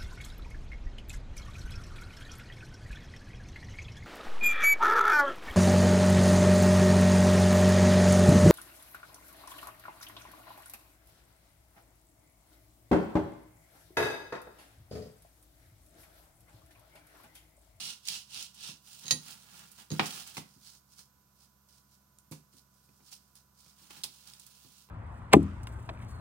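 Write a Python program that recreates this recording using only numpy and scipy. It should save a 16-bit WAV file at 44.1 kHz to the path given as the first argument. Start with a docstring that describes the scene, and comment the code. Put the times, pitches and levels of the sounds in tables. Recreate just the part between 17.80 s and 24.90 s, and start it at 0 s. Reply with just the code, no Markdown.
"""A wet fingertip wipes the dry seaweed edge of a sushi roll, close to the microphone: clumped stick-slip grains.
The film-wrapped bamboo mat is folded, pressed and flung open, then the roll is turned: grains rasp, creases snap.
Hands, mat and roll land on a plastic board, as struck modes with a dull push and a clatter of slats.
The mat jostles a steel knife into ticks and damped ringing. Behind it all, fridge tones hum over faint air noise."""
import sys
import numpy as np
from scipy import signal
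from scipy.fft import rfft, irfft
from scipy.io import wavfile

SR = 44100
rng = np.random.default_rng(int(sys.argv[2]) if len(sys.argv) > 2 else 0)


def transcribe(u):
    """Save the signal u as a 16-bit wav file named by the first command-line argument.

    u: samples, shape (n,) or (channels, n), limited to [-1, 1]; the rate is SR.
    q: integer samples, one column per channel.
    """
    v = np.clip(np.atleast_2d(u).T, -1, 1)
    q = np.round(v * 32767).astype(np.int16)
    wavfile.write(sys.argv[1], SR, q)


N = 313110
TIME = np.arange(N) / SR

# In the event and mode tables, levels are balances that the layers trim further.
# Movements: start_s is the moment of full pressure.
# fingertip wipes along the seaweed: start_s, swell_s, hold_s, rasp_db
WIPES = [(0.0, .05, 0.1, -43), (0.285, 0.043, 0.075, -42), (0.552, 0.066, 0.068, -45),
         (.845, 0.098, 0.043, -46)]
# mat folded, pressed, flung open, squeezed again: start_s, swell_s, hold_s, crinkle_db, slat_rub_db
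MAT_MOVES = [(1.085, 0.071, 0.27, -55, -73), (1.232, .012, 0.053, -60, -64),
             (1.485, 0.11, 0.036, -50, -61.5), (1.59, 0.056, 0.38, -61.5, -72),
             (1.752, .11, 0.076, -58, -64), (1.99, 0.024, 0.0069, -53.5, -61.5),
             (2.12, .02, 0.031, -50, -60.5), (2.243, 0.069, 0.16, -46, -57.5),
             (2.471, 0.027, .025, -51.5, -63), (2.548, .02, .02, -53, -63.5),
             (5.995, 0.059, 0.072, -62.5, -74.5), (6.107, 0.017, 0.074, -55.5, -64.5),
             (6.33, 0.097, 0.69, -60.5, -77), (6.47, 0.027, 0.026, -58, -69)]
# roll lifted, turned and brushed over the film: start_s, swell_s, hold_s, rasp_db
ROLL_MOVES = [(2.677, 0.054, 0.11, -66.5), (2.862, 0.075, 0.03, -55), (2.94, 0.047, .012, -58),
              (3.119, 0.062, 0.049, -64.5), (3.188, 0.022, 0.0042, -52), (3.609, 0.066, 0.033, -64),
              (3.891, .02, 0.091, -66), (4.131, 0.072, .015, -66.5), (4.731, 0.016, .004, -62.5),
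              (4.774, .02, 0.0036, -60), (4.944, 0.046, 0.57, -73.5), (5.279, 0.061, 0.0067, -58.5),
              (5.324, 0.014, 0.0038, -50), (5.555, 0.0059, 0.012, -58), (5.793, 0.057, 0.13, -63.5)]
WIPE_RELEASE_S, MAT_RELEASE_S, ROLL_RELEASE_S = 0.077, 0.085, 0.057
WIPE_RUB_DB = -61.5   # every wipe rubs the board equally hard
ROLL_RUB_DB = -16.5   # relative to the roll's rasp
# a stroke drops by the depth over one swell or release time, on rounded slopes, and eases while held
STROKE_DEPTH_DB, STROKE_CURVE, SAG_DB_PER_S = 18.5, 1.144, 2.5

# Tone colours, as relative power density: pitch_hz, level_db (per Hz)
# seaweed under the fingertip
SEAWEED = [(1200, -26.5), (2150, -14.5), (2750, -1.5), (4000, -2), (5500, -2.5), (7000, -8.5), (9500, -12),
           (11500, -22), (16000, -18.5)]
# crinkling film
FILM = [(1200, -21.5), (2000, -18), (2700, -3), (5000, -1), (7000, -5), (9500, -8.5), (11500, -15.5),
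        (16000, -9.5)]
# the roll's seaweed skin brushing over the film
BRUSH = [(1200, -33), (2200, -14), (3200, -5.5), (5000, 1.5), (7000, -4), (9500, -7.5), (11500, -16),
         (16000, -10.5)]
# dull rubbing on the board
RUB = [(40, -33.5), (70, -16), (110, 3.5), (180, 7), (300, -5.5), (580, -10), (820, 1), (1050, -3),
       (1400, 1), (2000, -5), (3200, -2.5), (8000, -46)]
# dull push of soft rice and flesh
PUFF = [(40, -52), (75, -16), (110, -4.5), (150, 5), (230, 6), (400, -8.5), (520, -16), (1000, -22.5),
        (3000, -42.5)]
# clatter of the slats
CLACK = [(40, -31), (100, -15), (300, -3), (600, -4.5), (1050, 4), (1650, -6), (2500, -2), (3800, -9),
         (5000, -14), (9000, -32.5), (16000, -36.5)]
# hard contact on the knife
STEEL_TICK = [(300, -24), (1500, -22), (2500, -9.5), (4000, 3), (5600, -4), (6800, 2.5), (8000, -15.5),
              (9600, -10.5), (11000, -23.5), (16000, -19.5)]
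# room noise
AIR = [(25, -22.5), (50, -5), (90, -1.5), (170, 0.5), (260, -6.5), (420, -11.5), (800, -10.5), (1350, -8.5),
       (1900, -20), (3500, -19), (6000, -14), (12000, -24.5), (13200, -7), (14200, -21.5)]

# sharpest snaps of seaweed and film: start_s, level_db, fade_s, pitch_hz (band centre)
SNAPS = [(.253, -41, .0045, 4500), (.2742, -30.5, 0.0021, 6400), (.2853, -20.5, 0.0023, 3630),
         (.5455, -30.5, 0.00067, 4500), (.626, -32, 0.0024, 6100), (.745, -51, 0.011, 5750),
         (1.7934, -39.5, .0015, 4700), (1.916, -48.5, .007, 9310), (2.257, -34, 0.012, 4600),
         (2.2658, -32.5, 0.0028, 4400), (2.307, -35.5, 0.0045, 3920), (2.4737, -45, .004, 7200),
         (2.5692, -36.5, 0.017, 4400), (4.3865, -42, .00062, 6690), (4.512, -48.5, 0.011, 10060),
         (4.517, -47, 0.027, 5500), (5.554, -55, .007, 9500), (6.1076, -46.5, 0.0057, 2640),
         (6.2355, -26.5, 0.0074, 4170), (6.24, -25, 0.0017, 4730), (6.4738, -46, 0.0053, 5560),
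         (6.5357, -42.5, 0.0027, 4280), (6.597, -44.5, .004, 6400), (6.666, -43.5, .002, 8550)]
# lesser creases: level relative to the rasp, random spreads either way
CREASES_PER_S, CREASE_DB, CREASE_SPREAD_DB = 16, 0.5, 4
CREASE_FADE_S, CREASE_HZ, CREASE_SPREAD_OCTAVES = 0.0016, 5200, .35

# mat and roll land, then their weight follows:
# start_s, thud_db, contact_s, clack_db, delay_s, second_thud_db, second_clack_db
LANDINGS = [(1.3092, -40.5, 0.0014, -41, .012, -32, -37), (2.1058, -33.5, 0.0021, -48, .0115, -26, -46),
            (2.195, -27, .0007, -17.5, .0045, -28.5, -24.5),
            (2.5688, -46.5, 0.0035, -36.5, 0.0095, -38.5, -37), (4.513, -39, 0.002, -63, .0095, -52, -45.5),
            (6.24, -50.5, .0035, -44, .01, -60, -55)]
# hands bump the board softly: start_s, thud_db, clack_db
BUMPS = [(.89, -47, -56), (1.247, -48, -59), (2.762, -56.5, -80), (4.74, -53.5, -78), (5.089, -59, -66.5),
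         (5.204, -55, -65), (5.861, -64.5, -62.5), (6.016, -56, -67.5), (6.105, -64, -46.5),
         (6.171, -51.5, -63), (6.847, -53, -65), (7.088, -66, -60)]
BUMP_CONTACT_S = .0032
SETTLE_SHARE = .36   # second contact time as a share of the delay: later weight lands softer
# modes of the board on the counter: pitch_hz, level_db, t60_s
BOARD = [(98, -12, .18), (132, -8, .16), (153, 0, .2), (185, -9, .12), (216, -6, .15), (256, -8, .15),
         (321, -8, .17), (419, -9, .15), (470, -9, .1), (521, -3, .18), (703, -14, .15), (788, -8, .16),
         (1031, -5, .12), (1109, -7, .17), (1477, -14, .15), (1891, -11, .17), (2383, -12, .15),
         (2872, -11, .16)]

# touches on the knife: start_s, level_db
CLINKS = [(1.2388, -49), (1.2564, -45), (1.266, -41.5), (1.2811, -34.5), (1.3086, -17), (1.3197, -28.5),
          (1.3247, -31), (2.1033, -42), (2.1157, -39)]
# modes of the steel blade: pitch_hz, level_db, t60_s
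BLADE = [(1900, -13, .14), (3155, -12, .07), (3920, -1, .11), (4111, -9, .07), (4232, -9, .07),
         (4595, -4, .09), (4768, -11, .09), (6333, -6, .1), (6467, 1, .1), (6539, -8, .08), (6613, -7, .09),
         (6743, -9, .08), (6931, -8, .08), (7111, -14, .09), (8880, -15, .12), (9564, -12, .14),
         (12180, -20, .05)]

# fridge compressor and its whine: pitch_hz, level_db (rms at the microphone)
FRIDGE = [(66.7, -75.5), (88.6, -91), (133.6, -77), (200, -77.5), (1000, -82), (1133.5, -91), (1400, -94),
          (1466.8, -87.5)]
AIR_DB = -70
KITCHEN_T60_S = 0.31

# left minus right sensitivity of the two microphone ports: pitch_hz, level_db
PORTS = [(60, -2), (300, -3), (700, -2.5), (1300, 3.5), (2400, -3.5), (4400, -6), (7500, -6.5), (9000, -14),
         (10200, -15), (12000, -8.5), (15000, -13)]
# how alike the two ports hear diffuse sound: pitch_hz, correlation (no unit)
LIKENESS = [(100, 0.9), (300, 0.46), (600, 0.3), (1200, 0.2), (3000, 0.082), (16000, 0.025)]
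CUTOFF_HZ = 16000


def from_db(db):
    """Decibels to an amplitude factor."""
    return 10 ** (np.asarray(db) / 20)


def rms_one(x):
    """Scale a sound to an rms of one."""
    return x / np.sqrt(np.mean(x ** 2) + 1e-20)


def at_hz(points, hz):
    """Read a table on a log-frequency axis."""
    knots, values = np.transpose(points)
    return np.interp(np.log(hz + 1), np.log(knots), values)


def add(track, s, sound):
    """Mix a sound into a track at time s."""
    start = int(s * SR)
    track[..., start:start + sound.shape[-1]] += sound[..., :N - start]


def convolve(x, response):
    """Filter each channel, keeping the original length."""
    return signal.oaconvolve(np.atleast_2d(x), np.atleast_2d(response), axes=-1)[:, :x.shape[-1]]


def butter(x, order, hz, kind):
    """Run a sound through a Butterworth filter."""
    return signal.sosfilt(signal.butter(order, hz, kind, fs=SR, output="sos"), x)


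def causal(gain_at, size=4096):
    """Minimum-phase impulse response of a gain that depends on frequency."""
    cepstrum = irfft(np.log(gain_at(np.fft.rfftfreq(size, 1 / SR)) + 1e-9))
    # fold the cepstrum forward in time
    cepstrum[1:size // 2] *= 2
    cepstrum[size // 2 + 1:] = 0
    return irfft(np.exp(rfft(cepstrum)))


def colour(x, spectrum):
    """Shape a white signal without changing its power."""
    response = causal(lambda hz: from_db(at_hz(spectrum, hz)))
    return convolve(x, response / np.linalg.norm(response))


def diffuse(pair):
    """Two unrelated signals become what two close ports hear: most alike in the bass."""
    mid = convolve(pair[0], causal(lambda hz: np.sqrt(1 + at_hz(LIKENESS, hz))))
    side = convolve(pair[1], causal(lambda hz: np.sqrt(1 - at_hz(LIKENESS, hz))))
    return np.vstack([mid + side, mid - side]) / np.sqrt(2)


def kitchen(x, early_db, tail_db, early_s=0.014):
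    """Direct sound, quick reflections from counter and cupboards, and a short tail."""
    t = TIME[:SR // 2]
    early_fade = np.exp(-t / early_s) * (t > .002)
    tail_fade = np.exp(-np.log(1000) * t / KITCHEN_T60_S) * (t > .008)
    early = rms_one(rng.standard_normal((2, len(t))) * early_fade)
    tail = rms_one(rng.standard_normal((2, len(t))) * tail_fade)
    echoes = diffuse(from_db(early_db) * early + from_db(tail_db) * tail) / np.sqrt(len(t))
    return x + convolve(x, echoes)


def burst(fade_s):
    """A contact: one sharp impact, then a dense spray of tiny ones that dies away."""
    t = TIME[:SR // 8]
    spray = rng.standard_normal((2, len(t))) * np.exp(-t / fade_s)
    spray[:, 0] = 1.6
    unit_energy = spray / np.linalg.norm(spray, axis=1, keepdims=True)
    return unit_energy * np.sqrt(fade_s * SR / 2)


def ring(modes, scatter_db, signs=1):
    """One blow on a body: every mode rings with a strength of its own."""
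    hz, db, t60 = np.transpose(modes)
    t = TIME[:SR // 3, None]
    strength = signs * from_db(db + scatter_db * rng.standard_normal(len(hz)))
    fade = np.exp(-np.log(1000) * t / t60)
    return (fade * np.sin(2 * np.pi * hz * t)) @ strength


def stroke(s, swell_s, hold_s, release_s):
    """Gain of one movement: the pressure builds, eases slowly while it is held, and lets go."""
    before = np.maximum((s - TIME) / swell_s, 0)
    after = np.maximum((TIME - s - hold_s) / release_s, 0)
    away = before + after
    near = away < 5   # inaudible beyond
    slope_db = STROKE_DEPTH_DB * away[near] ** STROKE_CURVE
    sag_db = SAG_DB_PER_S * np.maximum(TIME[near] - s, 0)
    gain = np.zeros(N)
    gain[near] = from_db(-slope_db - sag_db)
    return gain


def together(gains):
    """Overlapping movements add in power."""
    return np.sqrt(sum(gain ** 2 for gain in gains))


def grains(per_s, spread_db, hiss, clump_db=1.5, clump_s=0.0036):
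    """Stick-slip: clicks of uneven size over a smooth hiss, bunching as the surfaces catch and let go."""
    sizes = from_db(spread_db * np.minimum(rng.exponential(1, N), 3))
    clicks = (rng.random(N) < per_s / SR) * sizes * rng.choice([-1, 1], (2, N))
    grip = np.interp(TIME / clump_s, np.arange(N), np.clip(rng.standard_normal(N), -2, 2))
    grainy = rms_one(clicks) + hiss * rng.standard_normal((2, N))
    return rms_one(grainy * from_db(clump_db * grip))


def friction(rasp, rub, spectrum, texture, rasp_db, rub_db, light_db=-63, light_hz=4200):
    """A surface rasps under the hand while the same motion rubs dully on the board."""
    rasping = colour(texture * rasp, spectrum)
    # a light touch catches only the finest ridges, so it sounds thinner
    lightness = 1 / (1 + (rasp / from_db(light_db)) ** 2)
    coarse = butter(rasping, 1, light_hz, "low")
    bright = (rasping - lightness * coarse) * from_db(1.8 * lightness)
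    dull = colour(diffuse(grains(per_s=980, spread_db=3.5, hiss=0.49)) * rub, RUB)
    return from_db(rasp_db) * bright + from_db(rub_db) * dull


def wiping():
    """A wet fingertip catches and slips along dry seaweed: its friction sound and rasp strength."""
    strokes = [(stroke(s, swell_s, hold_s, WIPE_RELEASE_S), db) for s, swell_s, hold_s, db in WIPES]
    rasp = together(gain * from_db(db) for gain, db in strokes)
    rub = together(gain for gain, _ in strokes) * from_db(WIPE_RUB_DB)
    texture = grains(per_s=3000, spread_db=3.0, hiss=0.61, clump_db=1.2)
    return friction(rasp, rub, SEAWEED, texture, rasp_db=1.0, rub_db=3.5), rasp


def handling():
    """Film crinkles and slats rub as the mat moves: the friction sound and crinkle strength."""
    moves = [(stroke(s, swell_s, hold_s, MAT_RELEASE_S), db, rub_db)
             for s, swell_s, hold_s, db, rub_db in MAT_MOVES]
    crinkle = together(gain * from_db(db) for gain, db, _ in moves)
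    rub = together(gain * from_db(rub_db) for gain, _, rub_db in moves)
    texture = grains(per_s=1200, spread_db=0.0, hiss=0.72, clump_db=2.0)
    return friction(crinkle, rub, FILM, texture, rasp_db=0.0, rub_db=4.0, light_db=-61.5), crinkle


def turning():
    """The roll's skin brushes over film and rubs on the board: the friction sound and rasp strength."""
    rasp = together(stroke(s, swell_s, hold_s, ROLL_RELEASE_S) * from_db(db)
                    for s, swell_s, hold_s, db in ROLL_MOVES)
    rub = rasp * from_db(ROLL_RUB_DB)
    texture = grains(per_s=1200, spread_db=2.0, hiss=1.0, clump_db=2.9)
    sound = friction(rasp, rub, BRUSH, texture, rasp_db=0.0, rub_db=2.5, light_db=-66.5, light_hz=5600)
    return sound, rasp


def creases(rasp):
    """Small snaps at random moments, scaled by the movement that causes them: rows like SNAPS."""
    wait, size, pitch = rng.random((400, 3)).T
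    times = np.cumsum(-np.log(1 - wait)) / CREASES_PER_S
    rasp_db = 20 * np.log10(np.interp(times, TIME, rasp) + 1e-9)
    db = rasp_db + CREASE_DB + CREASE_SPREAD_DB * (2 * size - 1)
    hz = CREASE_HZ * 2 ** (CREASE_SPREAD_OCTAVES * (2 * pitch - 1))
    return [(s, level, CREASE_FADE_S, centre) for s, level, centre in zip(times, db, hz) if s < TIME[-1]]


def snaps(rows, level_db=-3.0):
    """Creases buckle, each in an octave-wide band around its own pitch."""
    out = np.zeros((2, N))
    for s, db, fade_s, hz in rows:
        response = butter(signal.unit_impulse(256), 1, hz * np.sqrt([.5, 2]), "band")
        snap = convolve(burst(fade_s), response / np.linalg.norm(response))
        add(out, s, from_db(db + level_db) * snap)
    return butter(out, 3, 2200, "high")


def blows():
    """A landing strikes twice, a bump once: rows of start_s, thud_db, contact_s, clack_db."""
    rows = []
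    for s, db, contact_s, clack_db, delay_s, second_db, second_clack_db in LANDINGS:
        rows.append((s, db, contact_s, clack_db))
        rows.append((s + delay_s, second_db, SETTLE_SHARE * delay_s, second_clack_db))
    return rows + [(s, db, BUMP_CONTACT_S, clack_db) for s, db, clack_db in BUMPS]


def knocks(clack_s=0.0053, thud_db=-4.5, clack_db=0.0, puff_s=0.027, puff_db=-8.5, radiates_hz=120):
    """A softer landing reaches only the board's low modes; rice and flesh push dully, slats clatter on top."""
    thuds, slats, puffs = np.zeros(N), np.zeros((2, N)), np.zeros((2, N))
    for s, db, contact_s, slats_db in blows():
        # a longer push on the board filters out its high modes
        force = np.sin(np.pi * np.minimum(TIME[:SR // 50] / contact_s, 1)) ** 2
        thud = signal.fftconvolve(ring(BOARD, scatter_db=4.0), force / force.sum())
        add(thuds, s, from_db(db + thud_db) * thud)
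        add(puffs, s, from_db(db + puff_db) * burst(puff_s))
        add(slats, s, from_db(slats_db + clack_db) * burst(clack_s))
    # the board is too small to radiate deep bass
    thuds = butter(thuds + 1e-18, 4, radiates_hz, "high")
    loose = colour(diffuse(puffs), PUFF) + colour(diffuse(slats), CLACK)
    return kitchen(thuds, early_db=-18, tail_db=-17.5) + kitchen(loose, early_db=-8.5, tail_db=-7.5)


def knife(tick_s=0.0032, tick_db=2.5, ring_db=-7.0):
    """The knife is nudged, drops back and bounces: hard ticks and a damped ring."""
    blade, ticks = np.zeros((2, N)), np.zeros((2, N))
    lobes = rng.choice([-1, 1], (2, len(BLADE)))   # each port faces other lobes of the bending blade
    for s, db in CLINKS:
        ringing = np.array([ring(BLADE, scatter_db=0.5, signs=port) for port in lobes])
        add(blade, s, from_db(db + ring_db) * ringing)
        add(ticks, s, from_db(db + tick_db) * burst(tick_s))
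    ticks = colour(ticks, STEEL_TICK)
    return kitchen(blade, early_db=-14.5, tail_db=-17.5) + kitchen(ticks, early_db=-9.0, tail_db=-14.5)


def background():
    """The fridge's steady sine tones over faint, diffuse room noise."""
    hum = np.zeros(N)
    for hz, db in FRIDGE:
        hum += from_db(db) * np.sqrt(2) * np.sin(2 * np.pi * (hz * TIME + rng.random()))
    air = colour(diffuse(rng.standard_normal((2, N))), AIR)
    return hum + from_db(AIR_DB) * air


def scene():
    """Seaweed, mat and roll in the kitchen, with knocks, knife and background."""
    wipe, rasp = wiping()
    mat, crinkle = handling()
    roll, brush = turning()
    rustle = kitchen(wipe + mat + roll, early_db=-6.5, tail_db=-11.5)
    all_snaps = list(SNAPS) + creases(rasp + crinkle + brush)
    crackle = kitchen(snaps(all_snaps), early_db=-5.5, tail_db=-10.5)
    return rustle + crackle + knocks() + knife() + background()


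def record(dry):
    """The left port is shaded and mostly duller than the right; rumble and the top are cut."""
    # each port takes half of the difference
    ports = [causal(lambda hz: from_db(side * at_hz(PORTS, hz) / 2)) for side in (1, -1)]
    heard = butter(convolve(dry, np.array(ports)), 2, 45, "high")
    return convolve(heard, causal(lambda hz: 1 / np.sqrt(1 + (hz / CUTOFF_HZ) ** 200)))


dry = scene()
out = record(dry)
transcribe(out)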